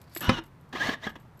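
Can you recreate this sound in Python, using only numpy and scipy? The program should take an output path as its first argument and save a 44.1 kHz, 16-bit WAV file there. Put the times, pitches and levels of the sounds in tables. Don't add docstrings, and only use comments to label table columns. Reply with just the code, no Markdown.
import sys
import numpy as np
from scipy import signal
from scipy.fft import rfft, irfft, next_fast_len
from scipy.io import wavfile

SR = 44100
rng = np.random.default_rng(int(sys.argv[2]) if len(sys.argv) > 2 else 0)


def bounce(signal):
    frames = np.transpose(np.atleast_2d(signal))
    limited = np.clip(frames, -1, 1)
    pcm = np.round(limited * 32767).astype(np.int16)
    wavfile.write(sys.argv[1], SR, pcm)


N = 61739
T = np.arange(N) / SR

# order, pulling_db, returning_db
GEAR_HARMONICS = [(1, -22, -10), (2, -18, -4), (3, -20, -6), (4, -6.5, -11), (5, -19, -31), (6, -5, 1.5),
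                  (7, -23, -9), (12, 1.5, -2), (17, -15, -20), (18, -4, -4.5), (23, -9, -10.5)]
# pitch_hz, level_db, t60_s
HOUSING_MODES = [(244, -8.5, 0.037), (590, -12, 0.037), (786, -37, 0.035), (980, -13.5, .03),
                 (1254, -9, 0.064), (1658, 0.5, 0.05), (1830, -0.5, 0.011), (3335, -15.5, 0.072),
                 (5520, -24, 0.035), (6600, -34, .04)]
# frequency_hz, level_db
IMPACT_SPECTRUM = [(100, -6), (330, 10), (650, -13), (1050, -4), (2400, 0.5), (3700, -6.5), (5400, -9),
                   (6500, -21.5), (9000, -27.5), (15000, -36)]


def gear_return():
    # time_s, rotation_hz
    speed = [(.724, 104.8), (.757, 163.2), (.79, 237), (.804, 270.4), (.819, 280.2), (.83, 307.7),
             (.85, 341.1), (.878, 372.3), (.92, 365.3), (.938, 314.8), (.99, 191.2), (1.025, 262),
             (1.044, 322.2), (1.056, 365), (1.072, 278.8), (1.12, 224.8)]
    # time_s, level_db
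    envelope = [(.721, -78), (.729, -34.5), (.745, -41), (.758, -34), (.792, -37), (.810, -31.5),
                (.875, -31), (.905, -34.5), (.942, -35.5), (.968, -60.5), (.995, -62.5), (1.033, -42.5),
                (1.041, -41), (1.056, -39.5), (1.075, -41.5), (1.09, -48.5), (1.101, -43), (1.122, -64)]
    # time_s, whine_gain_db
    whine_balance = [(.73, -7.5), (.765, 4), (.81, -2), (.835, 0), (.855, -8), (.885, 2), (.925, -16),
                     (.938, 1), (.955, -6), (1.03, -3), (1.041, 8.5), (1.052, -4)]
    # frequency_hz, gain_db
    radiation = [(100, -21), (700, -10.5), (1230, -8.5), (1480, -23.5), (1640, 2.5), (1900, -3.5),
                 (2060, -2.5), (2250, -17), (3300, -8), (4400, -15), (7000, -15), (9000, -33)]
    # frequency_hz, level_db
    rattle_spectrum = [(50, -8), (150, -2), (300, 2), (430, -2), (600, 0), (1000, -1.5), (1450, -5),
                       (1900, -2.5), (2500, -8.5), (3200, -3), (4400, -12.5), (6800, -19.5), (9000, -30),
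                       (15000, -31.5)]
    tones, teeth = gear_train(speed, [(order, db) for order, _, db in GEAR_HARMONICS])
    level = from_db(curve(envelope)) * (T > envelope[0][0]) * (T < envelope[-1][0])
    housing = sum((-1) ** k * from_db(db) * ring(teeth, hz, t60)
                  for k, (hz, db, t60) in enumerate(HOUSING_MODES))
    whine = from_db(-12) * colour(level * from_db(curve(whine_balance)) * tones, radiation)
    rattle = from_db(-3.5) * colour(level * teeth, rattle_spectrum)
    return whine + rattle + from_db(-8) * level * rms_one(housing)


def motor_pull():
    # time_s, rotation_hz
    speed = [(.205, 134.7), (.221, 149.7), (.228, 216.2), (.237, 236.9), (.265, 244.1), (.287, 246.6),
             (.304, 254.8), (.335, 247.4), (.365, 237.8), (.39, 231.2)]
    # time_s, level_db
    envelope = [(.202, -91), (.209, -37.5), (.235, -32), (.28, -32.5), (.335, -32), (.36, -35.5),
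                (.39, -32.5), (.403, -51), (.425, -74)]
    # frequency_hz, gain_db
    response = [(25, -24), (70, -2), (150, 1), (300, 3.5), (650, -8.5), (1000, -1), (1750, -1.5),
                (2350, -12), (2950, -4.5), (3700, -6.5), (4800, -21), (5600, -13.5), (8000, -30.5),
                (15000, -39.5)]
    tones, teeth = gear_train(speed, [(order, db) for order, db, _ in GEAR_HARMONICS])
    level = from_db(curve(envelope)) * (T > envelope[0][0]) * (T < envelope[-1][0])
    return colour(level * (from_db(-13) * tones + from_db(-3) * teeth), response)


def gear_train(speed, harmonics, teeth_per_turn=6, jitter=.009, flutter_db=3, spread_db=3):
    turns = np.cumsum(curve(speed) * (1 + jitter * drift(130))) / SR
    tones = np.zeros(N)
    for order, db in harmonics:
        amplitude = from_db(db + flutter_db * (drift(43) - 1)) * np.sqrt(2)
        tones += amplitude * np.sin(2 * np.pi * (order * turns + rng.random()))
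    meshes = np.diff(np.floor(teeth_per_turn * turns), prepend=0)
    impacts = meshes * from_db(spread_db * rng.standard_normal(N)) * rng.choice([-1, 1], N)
    hiss = from_db(-2.5) * rng.standard_normal(N)
    return tones, rms_one(rms_one(impacts) + hiss)


def latch():
    # start_s, level_db
    contacts = [(.2928, -21), (.2955, -16.5), (0.2984, -18.5), (0.3035, -26)]
    # pitch_hz, level_db, t60_s
    hatch_modes = [(110, -13, 0.22), (242.7, 3.5, .11), (523, -1.5, 0.1), (795.4, -9.5, 0.087),
                   (971, -8.5, 0.065), (1073, -1.5, 0.041), (1260, -6.5, 0.089), (1308, -3.5, 0.061),
                   (1507, -23, 0.088), (1705, -8, 0.064), (2048, -8.5, 0.076), (2480, -11, 0.061),
                   (3740, -8.5, 0.039), (8630, -18, 0.018)]
    # start_s, level_db, pitch_hz, t60_s
    heaves = [(0.2838, -14, 94.5, 0.046), (0.282, -22, 65.5, 0.058), (0.295, -17.5, 209, 0.064),
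              (0.318, -25.5, 165, 0.062), (.35, -39, 38.3, 0.27), (.386, -31, 325.7, 0.14)]
    start_s, crack_db = np.transpose(contacts)
    heave = sum(ring(clicks(at, db), hz, t60) for at, db, hz, t60 in heaves)
    panel = strike(start_s[:1], -15.5, hatch_modes, spread_db=2.5)
    return heave + panel + crack(start_s, crack_db, IMPACT_SPECTRUM, t60_s=0.015)


def knocks():
    # start_s, thump_db, thump_hz, ring_db, crack_db
    blows = [(0.7397, -29.5, 280, -55, -38), (.752, -27, 366, -56, -42), (0.8882, -19, 266, -45, -36),
             (0.892, -31, 236, -26, -23.5), (1.0675, -20, 219, -33.5, -29.5), (1.072, -45, 239, -25, -38),
             (1.155, -41.5, 230, -44, -38.5), (1.160, -44.5, 300, -45.5, -39.5)]
    # frequency_hz, level_db
    spectrum = [(60, -5), (170, 4.5), (350, 8), (600, 0), (1000, 4), (1400, -4), (1850, 5.5), (2400, -12),
                (3100, -1.5), (4400, -18), (7000, -24.5), (9000, -35), (15000, -29)]
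    start_s, _, _, ring_db, crack_db = np.transpose(blows)
    thumps = sum(ring(clicks(at, db), hz, t60_s=0.036) for at, db, hz, _, _ in blows)
    thumps = signal.sosfilt(signal.butter(1, 90, "high", fs=SR, output="sos"), thumps)
    housing = strike(start_s, ring_db, HOUSING_MODES, spread_db=0)
    return housing + crack(start_s, crack_db, spectrum, t60_s=0.043) - thumps


def button():
    # start_s, level_db
    snaps = [(.163, -29.5), (0.1658, -32.5), (0.1732, -55)]
    # pitch_hz, level_db, t60_s
    modes = [(344, -3, 0.062), (645, 1, 0.016), (1950, 0, 0.032), (2320, 5, 0.0062), (2780, -5, 0.013),
             (4530, -16, 0.1)]
    # time_s, level_db
    slide = [(0, -69), (.06, -77), (.105, -65), (.135, -56.5), (.16, -61), (.195, -57), (.21, -72)]
    # frequency_hz, level_db
    slide_spectrum = [(200, 1), (1000, -6), (1900, -0.5), (3300, -13), (4700, -0.5), (6000, -13),
                      (15000, -24)]
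    start_s, db = np.transpose(snaps)
    level = from_db(curve(slide) + 3.9 * drift(70)) * (T < slide[-1][0])
    friction = colour(level * rng.standard_normal(N), slide_spectrum)
    plastic = strike(start_s, db - 3.5, modes, spread_db=1.5)
    return friction + plastic + crack(start_s, db, IMPACT_SPECTRUM, t60_s=0.0094)


def keys(bounces=2, bounce_s=0.013, bounce_db=-12):
    # start_s, ring_db, tick_db
    touches = [(0.0157, -58, -47), (0.096, -66, -58), (.118, -72, -67), (.129, -72, -53),
               (0.137, -60, -48.5), (.1496, -35, -37), (0.161, -43, -44), (.172, -36.5, -31.5),
               (.176, -46, -37), (.193, -59, -57), (0.207, -31.5, -33), (0.221, -49, -39),
               (0.2432, -40.5, -38), (0.4384, -77, -48.5), (0.4617, -63, -55), (0.611, -70, -64),
               (0.691, -84, -61), (1.0937, -55, -54.5), (1.1997, -61, -57), (1.374, -61, -63),
               (1.393, -58, -52)]
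    # pitch_hz, level_db, t60_s
    modes = [(7720, -10.5, 0.081), (10800, -19, .06), (11560, -0.5, 0.058), (11730, -15.5, 0.064),
             (13288, -3.5, 0.078), (13830, -16, 0.037), (14500, -21, 0.032)]
    # frequency_hz, level_db
    spectrum = [(800, -13), (3000, -1.5), (4600, 0), (6000, -7.5), (7600, -0.5), (9500, -5.5),
                (11600, -0.5), (14500, -11), (16000, 2.5)]
    start_s, ring_db, tick_db = np.transpose(touches)
    later_s = start_s[:, None] + bounce_s * rng.uniform(0.32, 2, (len(start_s), bounces))
    start_s = np.append(start_s, later_s)
    ring_db = np.append(ring_db, np.repeat(ring_db, bounces) + bounce_db)
    tick_db = np.append(tick_db, np.repeat(tick_db, bounces) + bounce_db)
    jingle = strike(start_s, ring_db - 1, modes, spread_db=2)
    return jingle + crack(start_s, tick_db - 1, spectrum, t60_s=0.03)


def reflections(direct, delay_s=0.019, t60_s=0.23, cutoff_hz=3550, level_db=-22.5):
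    tail = rng.standard_normal(N) * from_db(-60 * T / t60_s) * (T > delay_s)
    tail = signal.sosfilt(signal.butter(2, cutoff_hz, fs=SR, output="sos"), tail)
    return from_db(level_db) * signal.fftconvolve(direct, tail / np.linalg.norm(tail))[:N]


def distant_rumble(level_db=-52.5, swell_db=0.3):
    # frequency_hz, level_db
    spectrum = [(20, -1), (40, -13.5), (65, -3.5), (140, 1), (230, -9), (350, -13.5), (600, -17.5),
                (1000, -16), (1800, -24), (3000, -34), (7000, -43.5), (15000, -46)]
    return from_db(level_db + swell_db * drift(20)) * colour(rng.standard_normal(N), spectrum)


def strike(start_s, db, modes, spread_db):
    scatter_db = spread_db * rng.standard_normal((len(start_s), len(modes)))
    return sum((-1) ** k * ring(clicks(start_s, db + mode_db + scatter_db[:, k]), hz, t60)
               for k, (hz, mode_db, t60) in enumerate(modes))


def crack(start_s, db, spectrum, t60_s):
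    decay = from_db(-120 / (t60_s * SR))
    power = signal.lfilter([1], [1, -decay], clicks(start_s, 2 * db) + 1e-18)
    return colour(np.sqrt(power) * rng.standard_normal(N), spectrum)


def ring(force, hz, t60_s):
    r, w = from_db(-60 / (t60_s * SR)), 2 * np.pi * hz / SR
    return signal.lfilter([0, np.sin(w)], [1, -2 * r * np.cos(w), r * r], force + 1e-18)


def clicks(start_s, db):
    impulses = np.zeros(N)
    np.add.at(impulses, np.clip(np.atleast_1d(start_s) * SR, 0, N - 1).astype(int), from_db(db))
    return impulses


def colour(x, spectrum):
    size = 2 * next_fast_len(N)
    hz, db = np.transpose(spectrum)
    bin_hz = np.arange(size // 2 + 1) * SR / size
    gain = rms_one(from_db(np.interp(np.log(bin_hz + 1), np.log(hz), db)))
    cepstrum = irfft(np.log(gain))
    cepstrum[1:size // 2] *= 2
    cepstrum[size // 2 + 1:] = 0
    return irfft(rfft(x, size) * np.exp(rfft(cepstrum)))[:N]


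def drift(rate_hz):
    r = np.exp(-2 * np.pi * rate_hz / SR)
    return rms_one(signal.lfilter([1], [1, -2 * r, r * r], rng.standard_normal(2 * N))[N:])


def curve(rows):
    return np.interp(T, *np.transpose(rows))


def rms_one(x):
    return x / np.sqrt(np.mean(x ** 2) + 1e-20)


def from_db(db):
    return 10 ** (np.asarray(db) / 20)


def scene():
    direct = button() + motor_pull() + latch() + gear_return() + knocks() + keys()
    rumble = distant_rumble()
    return (direct + reflections(direct) + rumble)[None]


def record(dry, low_hz=28, high_hz=15400):
    thin = signal.sosfilt(signal.butter(2, low_hz, "high", fs=SR, output="sos"), dry)
    return signal.sosfilt(signal.ellip(10, .3, 80, high_hz, fs=SR, output="sos"), thin)


dry = scene()
out = record(dry)
bounce(out)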